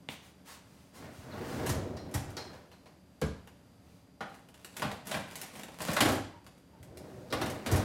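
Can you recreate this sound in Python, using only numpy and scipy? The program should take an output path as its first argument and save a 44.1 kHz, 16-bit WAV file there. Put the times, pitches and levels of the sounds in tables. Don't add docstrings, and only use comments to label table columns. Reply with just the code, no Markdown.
import sys
import numpy as np
from scipy import signal
from scipy.fft import rfft, irfft
from scipy.io import wavfile
from scipy.ndimage import uniform_filter1d

SR = 44100
rng = np.random.default_rng(int(sys.argv[2]) if len(sys.argv) > 2 else 0)


def master_out(mix):
    frames = np.transpose(np.atleast_2d(mix))
    ceiling = np.clip(frames, -1, 1)
    pcm = np.round(ceiling * 32767).astype(np.int16)
    wavfile.write(sys.argv[1], SR, pcm)


N = 345744
TIME = np.arange(N) / SR
AGE = TIME[:SR // 2]

# t/s, level/dB
ROLL_OUT = [(.92, -63.5), (1.05, -46.5), (1.16, -61), (1.34, -45), (1.65, -40), (1.85, -42.5), (2.2, -52),
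            (2.5, -54), (2.7, -68.5)]
ROLL_IN = [(6.68, -70), (7.05, -48.5), (7.28, -52), (7.45, -39.5), (7.62, -51.5), (7.75, -31.5),
           (7.84, -41)]
# start/s, end/s
COASTS = [(1.78, 2.1), (6.85, 7.32)]
# f/Hz, level/dB
RUMBLE_SPECTRUM = [(30, -38), (80, 6), (150, 0.5), (230, 3), (310, 6), (420, -1.5), (600, -2.5),
                   (1000, -16.5), (2000, -42), (4400, -68)]
SCRAPE_SPECTRUM = [(250, -22), (650, 2), (1100, -2.5), (1800, -5.5), (2600, -13), (4500, -17),
                   (9000, -24.5), (16000, -27)]
# t/s, level/dB, hardness/(dB/oct), weight/dB
STOPS = [(1.6619, -39, -0.5, -9), (1.6917, -39.5, .5, 1), (2.14, -38.5, -0.2, 0), (7.7135, -44, 2, 14.5),
         (7.7571, -46, 1.5, 8.5)]
# t/s, level/dB, hardness/(dB/oct), weight/dB, hollow
# f/Hz
KNOCKS = [(4.206, -37, -3.5, -7, 210), (4.819, -32.5, -0.3, -9, 211), (4.843, -37, -5, 4, 185),
          (5.113, -36.5, 1.9, -10, 233), (5.141, -33.5, -0.8, -1.5, 185), (5.803, -41, 1, 3.5, 225),
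          (5.884, -32.5, -3, 0, 220), (5.965, -27.5, 0, -15, 300), (6.0049, -25, 3, 0, 342),
          (7.3246, -32, .2, 3, 410), (7.413, -35, 0.8, 3, 367), (7.661, -38, 2.5, 4.5, 307)]
# t/s, level/dB, hardness/(dB/oct)
SNAPS = [(2.113, -67, 2.5), (2.3044, -66.5, 3.5), (2.7154, -64.5, -2), (3.4732, -60.5, -1.5),
         (4.3428, -62.5, -2), (4.4866, -64, -1), (4.542, -61.5, -1), (4.6462, -52, 1), (4.7676, -48.5, 2),
         (4.796, -49, -1.5), (4.9149, -49, -3), (5.0704, -54.5, 4.5), (5.3107, -57.5, 0), (5.3554, -49, 2),
         (5.4142, -50, 3.5), (5.4324, -52.5, -0.5), (5.5534, -56, -1.5), (5.6333, -50.5, -.5),
         (5.6842, -58, -3.5), (5.8188, -51.5, 5), (5.9328, -45.5, 3), (6.17, -57, -5.5), (6.444, -72, 0.5),
         (6.4652, -59, -1), (6.578, -75, 2), (6.8285, -62, 1), (6.9722, -59.5, 2.6), (7.4605, -48.5, 0),
         (7.4994, -54, 3.5)]
# t/s, wire level/dB, bin level/dB
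JINGLES = [(1.967, -40, -44), (2.367, -30, -33), (2.531, -59, -46), (2.723, -59, -53), (2.857, -58, -49),
           (7.303, -40.5, -42.5)]
# t/s, level/dB
BUMPS = [(1.026, -45), (1.175, -40), (1.311, -40), (1.402, -47), (1.745, -26), (1.799, -40), (1.934, -36),
         (2.251, -37.5), (6.789, -43.5), (6.87, -42), (6.98, -48), (7.331, -46)]
# t/s, length/s, first f/Hz, last f/Hz, level/dB
SQUEAKS = [(1.308, 0.037, 4580, 3310, -59.5), (2.714, 0.042, 4110, 4040, -71),
           (2.857, 0.03, 4380, 4230, -74), (6.323, 0.073, 958, 923, -61), (6.726, 0.049, 926, 870, -63.5)]
# t/s, length/s, level/dB
BAG_STROKES = [(4.25, 0.18, -61.5), (4.52, 0.28, -62.5), (4.7, 0.33, -53.5), (5.04, 0.2, -43),
               (5.22, 0.41, -52.5), (5.52, 0.15, -50), (5.68, 0.27, -56), (5.775, 0.34, -43),
               (6.08, 0.091, -61)]
CLOTH_STROKES = [(.08, 0.091, -51), (.205, .12, -61), (.445, 0.15, -52), (.6, 0.42, -67.5),
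                 (.93, .11, -56.5), (1.08, 0.25, -60), (1.43, 0.23, -52.5), (3.8, 0.31, -72),
                 (6.94, 0.53, -67.5)]
# f/Hz, level/dB, t60/s
CABINET_MODES = [(66.3, -6, 0.52), (80, 2.5, 0.46), (96.5, 1, 0.68), (123.2, -0.5, 0.5)]
BIN_MODES = [(154, -5, 0.38), (202.7, 1.5, 0.28), (238, -9, 0.22), (308.4, 1.5, 0.39), (400, -7, 0.55),
             (540, -0.5, 0.44), (685, 5, .2), (724, -10, 0.66), (810, 6, 0.37), (990, -41, 0.33),
             (1183, 2.5, 0.11), (1480, -17, 0.19)]
BASKET_MODES = [(3880, 4, 0.14), (4150, 7, 0.22), (4440, -7, .12), (5100, 0, 0.2), (5600, 6, .09)]
DOOR_MODES = [(68.7, 3.5, 0.26), (83.1, -1, 0.32), (154.6, 7.5, 0.14), (200.3, -1.5, 0.22),
              (226.5, -2, 0.18), (300, -18, 0.28), (350, -22, 0.15), (437, -3.5, 0.24), (499, -2, 0.073),
              (755, -28, .28), (1000, -22, 0.37), (1186, -22, 0.38), (1453, -23, 0.24), (1630, -16.5, 0.24)]
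TAP_MODES = [(117, -15, 0.061), (203, -10.5, 0.082), (283, -12.5, 0.064), (604, -1.5, 0.0084),
             (876, -5.5, 0.019), (2170, 2.5, 0.006), (2850, 0.5, 0.0094), (3550, 2, 0.0053),
             (8700, -15, 0.0075)]
# f/Hz, level/dB
SLAP_SPECTRUM = [(60, -24), (200, -1.5), (450, -8), (620, -12.5), (1600, -16.5), (2600, -25), (5000, -29),
                 (16000, -53)]
BAG_SPECTRUM = [(80, -12), (180, 16.5), (350, 6.5), (700, 6.5), (1500, 2.5), (3000, -2), (6000, -6),
                (9000, -6), (12000, -7.5), (16000, -16)]
CLOTH_SPECTRUM = [(180, -54), (300, -11), (360, -20), (440, -6), (614, -13), (900, -4.5), (1750, -8.5),
                  (8940, -14), (16000, -20.5)]
FAN_SPECTRUM = [(25, -31), (64, -8), (100, -4), (190, -6), (260, -7.5), (400, -14.5), (575, -15),
                (750, -18.5), (1200, -24.5), (2500, -29.5), (4800, -33), (10000, -37.5),
                (14000, -39), (16000, -57)]
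# f/Hz, level/dB
HUM_TONES = [(75.4, -71.5), (183.0, -67), (274.5, -71.5), (581.4, -76.5), (4753, -81), (8527, -96),
             (10137, -92)]
# f/Hz, t60/s
ROOM_DECAY = [(80, 0.71), (300, 0.44), (1000, 0.52), (4000, 0.54), (8000, 0.43), (14000, 0.26)]

STOP_MIX_DB = [10, 2, 0, -7.5, -0.5]
KNOCK_MIX_DB = [-8, -2, -0.5, -7, -14]
TUMBLE_MIX_DB = [-3.5, 3.5, 0, -22, -12]
HARDNESS_OCT = np.array([0, 0, 0, 1.7, 3.2])
WEIGHT_SHARE = np.array([1, 1, 0, 0, 0])
SNAP_MIX_DB, SNAP_OCT = np.array([-1, 0.5, -0.5]), np.array([-2.5, 0, 1.8])
THUMP_S = 3.215


def drawer(coast_db=-9.5, ease_s=0.15):
    rumble = coloured(grains(N, 2500, 0.44), RUMBLE_SPECTRUM) * amp(1.2 * drift(25))
    scrape = coloured(grains(N, 9000, 3.8), SCRAPE_SPECTRUM) * amp(0.15 * drift(33))
    drone = unit_rms(through(grains(N, 800, 1.5), ring(CABINET_MODES, damping=1.6)))
    speed = gain_curve(ROLL_OUT) + gain_curve(ROLL_IN)
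    coasting = sum(np.clip(np.minimum(TIME - start, end - TIME) / ease_s + 0.5, 0, 1)
                   for start, end in COASTS)
    return speed * (amp(1) * rumble + amp(-5 + coast_db * coasting) * scrape + amp(-10.5) * drone)


def knock(db, hardness, weight_db, mix_db, chatter_s, hollow_hz):
    parts_db = db + np.array(mix_db) + hardness * HARDNESS_OCT + weight_db * WEIGHT_SHARE
    thud_db, hollow_db, body_db, clack_db, crack_db = parts_db
    decay_s = chatter_s * 2 ** (-0.066 * max(hardness, 0))
    edges_hz = hollow_hz / 1.7, hollow_hz * 1.455
    clack_hz = 2690 * (hollow_hz / 290) ** 0.33
    shell = unit_rms(band(chatter(1.02 * decay_s, rise_s=0.0014), *edges_hz))
    modes = unit_rms(band(ring(BIN_MODES, damping=1.63, swell_cycles=0.96), *edges_hz))
    hollow = blow(shell + modes, hollow_db)
    contact = band(chatter(0.93 * decay_s, rise_s=0.0017), 476, 1650)
    bin_ring = through(contact, ring(BIN_MODES, damping=2.5))
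    body = blow(unit_rms(contact) + amp(-7.5) * unit_rms(bin_ring), body_db)
    clack = blow(band(chatter(decay_s, rise_s=0.0013), clack_hz / 1.53, clack_hz * 1.61), clack_db)
    crack = blow(band(chatter(0.81 * decay_s, rise_s=0.00091), 4000, 13000), crack_db)
    return thud(thud_db) + hollow + body + clack + crack


def thud(db):
    return blow(ring(CABINET_MODES, damping=1.54, swell_cycles=1.1), db)


def stops():
    return place((t, knock(db, hardness, weight_db, STOP_MIX_DB, chatter_s=0.022, hollow_hz=274))
                 for t, db, hardness, weight_db in STOPS)


def bin_knocks():
    return place((t, knock(db, hardness, weight_db, KNOCK_MIX_DB, chatter_s=0.016, hollow_hz=hz))
                 for t, db, hardness, weight_db, hz in KNOCKS)


def tumble(start_s=6.0216, gap_s=0.032, count=5):
    out = np.zeros(N)
    for k in range(count):
        db = -31.5 - 13 * (k / (count - 1)) ** 3
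        bounce = knock(db, 0.6 * k, 0, TUMBLE_MIX_DB, chatter_s=0.018, hollow_hz=308)
        add(out, start_s + k * gap_s, bounce)
    return out


def door_slap():
    tick = blow(band(chatter(0.004, first=1.5), 3500, 12500), -47)
    slap = coloured(chatter(0.019, rise_s=0.0022), SLAP_SPECTRUM) * np.exp(-AGE / 0.1)
    return place([(THUMP_S, tick), (THUMP_S + 0.001, blow(slap, -33.5))])


def door_panel():
    return place([(THUMP_S, blow(ring(DOOR_MODES, damping=0.79, swell_cycles=3), -26))])


def basket():
    out = np.zeros(N)
    for t, wire_db, bin_db in JINGLES:
        rattle = band(chatter(0.0093, rise_s=0.00091), 4300, 5400, order=1)
        wires = through(rattle, ring(BASKET_MODES))
        shake = band(chatter(0.024, rise_s=0.0018), 260, 870, order=1)
        add(out, t, blow(wires, wire_db - 17) + blow(rattle, wire_db - 15.5) + blow(shake, bin_db - 6.5))
    return out


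def bumps():
    return place((t, thud(db - 4.5)) for t, db in BUMPS)


def bags():
    crackles = grains(N, 1600, 3.5) * amp(drift(50))
    return coloured(crackles, BAG_SPECTRUM) * strokes(BAG_STROKES)


def snaps(chatter_s=0.0055):
    out = np.zeros(N)
    for t, db, hardness in SNAPS:
        body_db, clack_db, crack_db = db + SNAP_MIX_DB + hardness * SNAP_OCT
        body = blow(band(chatter(2.3 * chatter_s), 174, 890), body_db)
        clack = blow(band(chatter(chatter_s), 1400, 3370), clack_db)
        crack = blow(band(chatter(1.9 * chatter_s, first=0.92), 4500, 13000), crack_db)
        add(out, t, body + clack + crack)
    return out


def tap(start_s=0.0882):
    return place([(start_s, blow(ring(TAP_MODES), -40))])


def squeaks():
    out = np.zeros(N)
    for t, length_s, first_hz, last_hz, db in SQUEAKS:
        size = int(length_s * SR)
        hz = np.linspace(first_hz, last_hz, size) * (1 + 0.015 * drift(280)[:size])
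        tone = np.sqrt(2) * np.sin(2 * np.pi * np.cumsum(hz) / SR)
        add(out, t, amp(db) * tone * signal.windows.tukey(size))
    return out


def clothes():
    return coloured(grains(N, 30000, 1.2), CLOTH_SPECTRUM) * strokes(CLOTH_STROKES)


def appliance(waver_rad=0.57):
    hum = sum(amp(db) * np.sqrt(2) * np.sin(2 * np.pi * hz * TIME + waver_rad * drift(7))
              for hz, db in HUM_TONES)
    fan = coloured(rng.standard_normal(N), FAN_SPECTRUM) * amp(0.77 * drift(3))
    return amp(-60.05) * fan + amp(-0.5) * hum


def kitchen(x, count=5):
    turn = (np.arange(N) // 400) % count
    shares = [np.sqrt(np.abs(uniform_filter1d(1. * (turn == k), size=200))) for k in range(count)]
    echoes = sum(through(x * share, room_response()) for share in shares)
    return band(echoes, 154, 15800, order=1)


def room_response(early_db=-4, tail_db=-3):
    returns = grains(SR, 9000, 0.8) * np.clip((TIME[:SR] - 0.004) / 0.0033, 0, 1)
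    hz, t, spectra = signal.stft(returns, SR, nperseg=256)
    decay = amp(-60 * t / log_interp(ROOM_DECAY, hz)[:, None])
    tail = signal.istft(spectra * decay, SR, nperseg=256)[1][:SR]
    early = grains(SR, 2500, 0.23) * np.exp(-TIME[:SR] / 0.011) * (TIME[:SR] > 0.002)
    return amp(early_db) * early / np.linalg.norm(early) + amp(tail_db) * tail / np.linalg.norm(tail)


def grains(count, per_s, spread_db):
    size = amp(spread_db * np.minimum(rng.exponential(1, count), 4))
    return rng.standard_normal(count) * size * (rng.random(count) < per_s / SR)


def chatter(decay_s, rise_s=0.00024, first=0.21):
    envelope = np.exp(-AGE / decay_s) + first * np.exp(-AGE / 0.00099)
    return grains(len(AGE), 16000, 1.85) * envelope * (1 - np.exp(-AGE / rise_s))


def ring(modes, damping=1, swell_cycles=0):
    out = np.zeros(len(AGE))
    for k, (hz, db, t60_s) in enumerate(modes):
        decay = amp(db - 60 * AGE * damping / t60_s)
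        swell = 1 - np.exp(-(AGE * hz / (swell_cycles + 1e-9)) ** 2)
        out += (-1) ** k * decay * swell * np.sin(2 * np.pi * hz * AGE)
    return out


def strokes(rows, rise_share=0.25, fall_share=0.49):
    gain = np.zeros(N)
    for t, length_s, db in rows:
        progress = (TIME - t) / length_s
        gain += amp(db) * np.clip(np.minimum(progress / rise_share, (1 - progress) / fall_share), 0, 1)
    return gain


def gain_curve(points):
    t, db = np.transpose(points)
    return uniform_filter1d(amp(np.interp(TIME, t, db, left=-120, right=-120)), 400)


def drift(rate_hz):
    return unit_rms(irfft(rfft(rng.standard_normal(N)) * (np.fft.rfftfreq(N, 1 / SR) < rate_hz), N))


def coloured(x, spectrum):
    gain = amp(log_interp(spectrum, np.fft.rfftfreq(len(x), 1 / SR)))
    return unit_rms(irfft(rfft(x) * gain, len(x)))


def log_interp(points, hz):
    f, value = np.transpose(points)
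    return np.interp(np.log(hz + 1), np.log(f + 1), value)


def band(x, lo_hz, hi_hz, order=2):
    return signal.sosfilt(signal.butter(order, [lo_hz, hi_hz], "band", fs=SR, output="sos"), x)


def through(x, response):
    return signal.fftconvolve(x, response)[:len(x)]


def amp(db):
    return 10 ** (np.asarray(db) / 20)


def unit_rms(x):
    return x / np.sqrt(np.mean(x ** 2) + 1e-20)


def blow(x, db):
    return amp(db) * x * np.sqrt(0.02 * SR / (np.sum(x ** 2) + 1e-20))


def add(mix, start_s, sound):
    part = mix[round(start_s * SR):][:len(sound)]
    part += sound[:len(part)]


def place(events):
    out = np.zeros(N)
    for t, sound in events:
        add(out, t, sound)
    return out


def scene():
    contacts = bin_knocks() + stops() + tumble() + snaps() + basket() + squeaks() + door_slap() + bumps()
    far = amp(-1.5) * (contacts + drawer() + clothes() + bags())
    near, panel = tap(), door_panel()
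    echoes = kitchen(far + amp(-2) * near + amp(-7.5) * panel)
    return (far + near + panel + echoes + appliance())[None]


def record(dry, cutoff_hz=16200):
    lowpass = signal.firwin(767, cutoff_hz, window=("kaiser", 9), fs=SR)
    return signal.oaconvolve(dry, lowpass[None], "same")


dry = scene()
out = record(dry)
master_out(out)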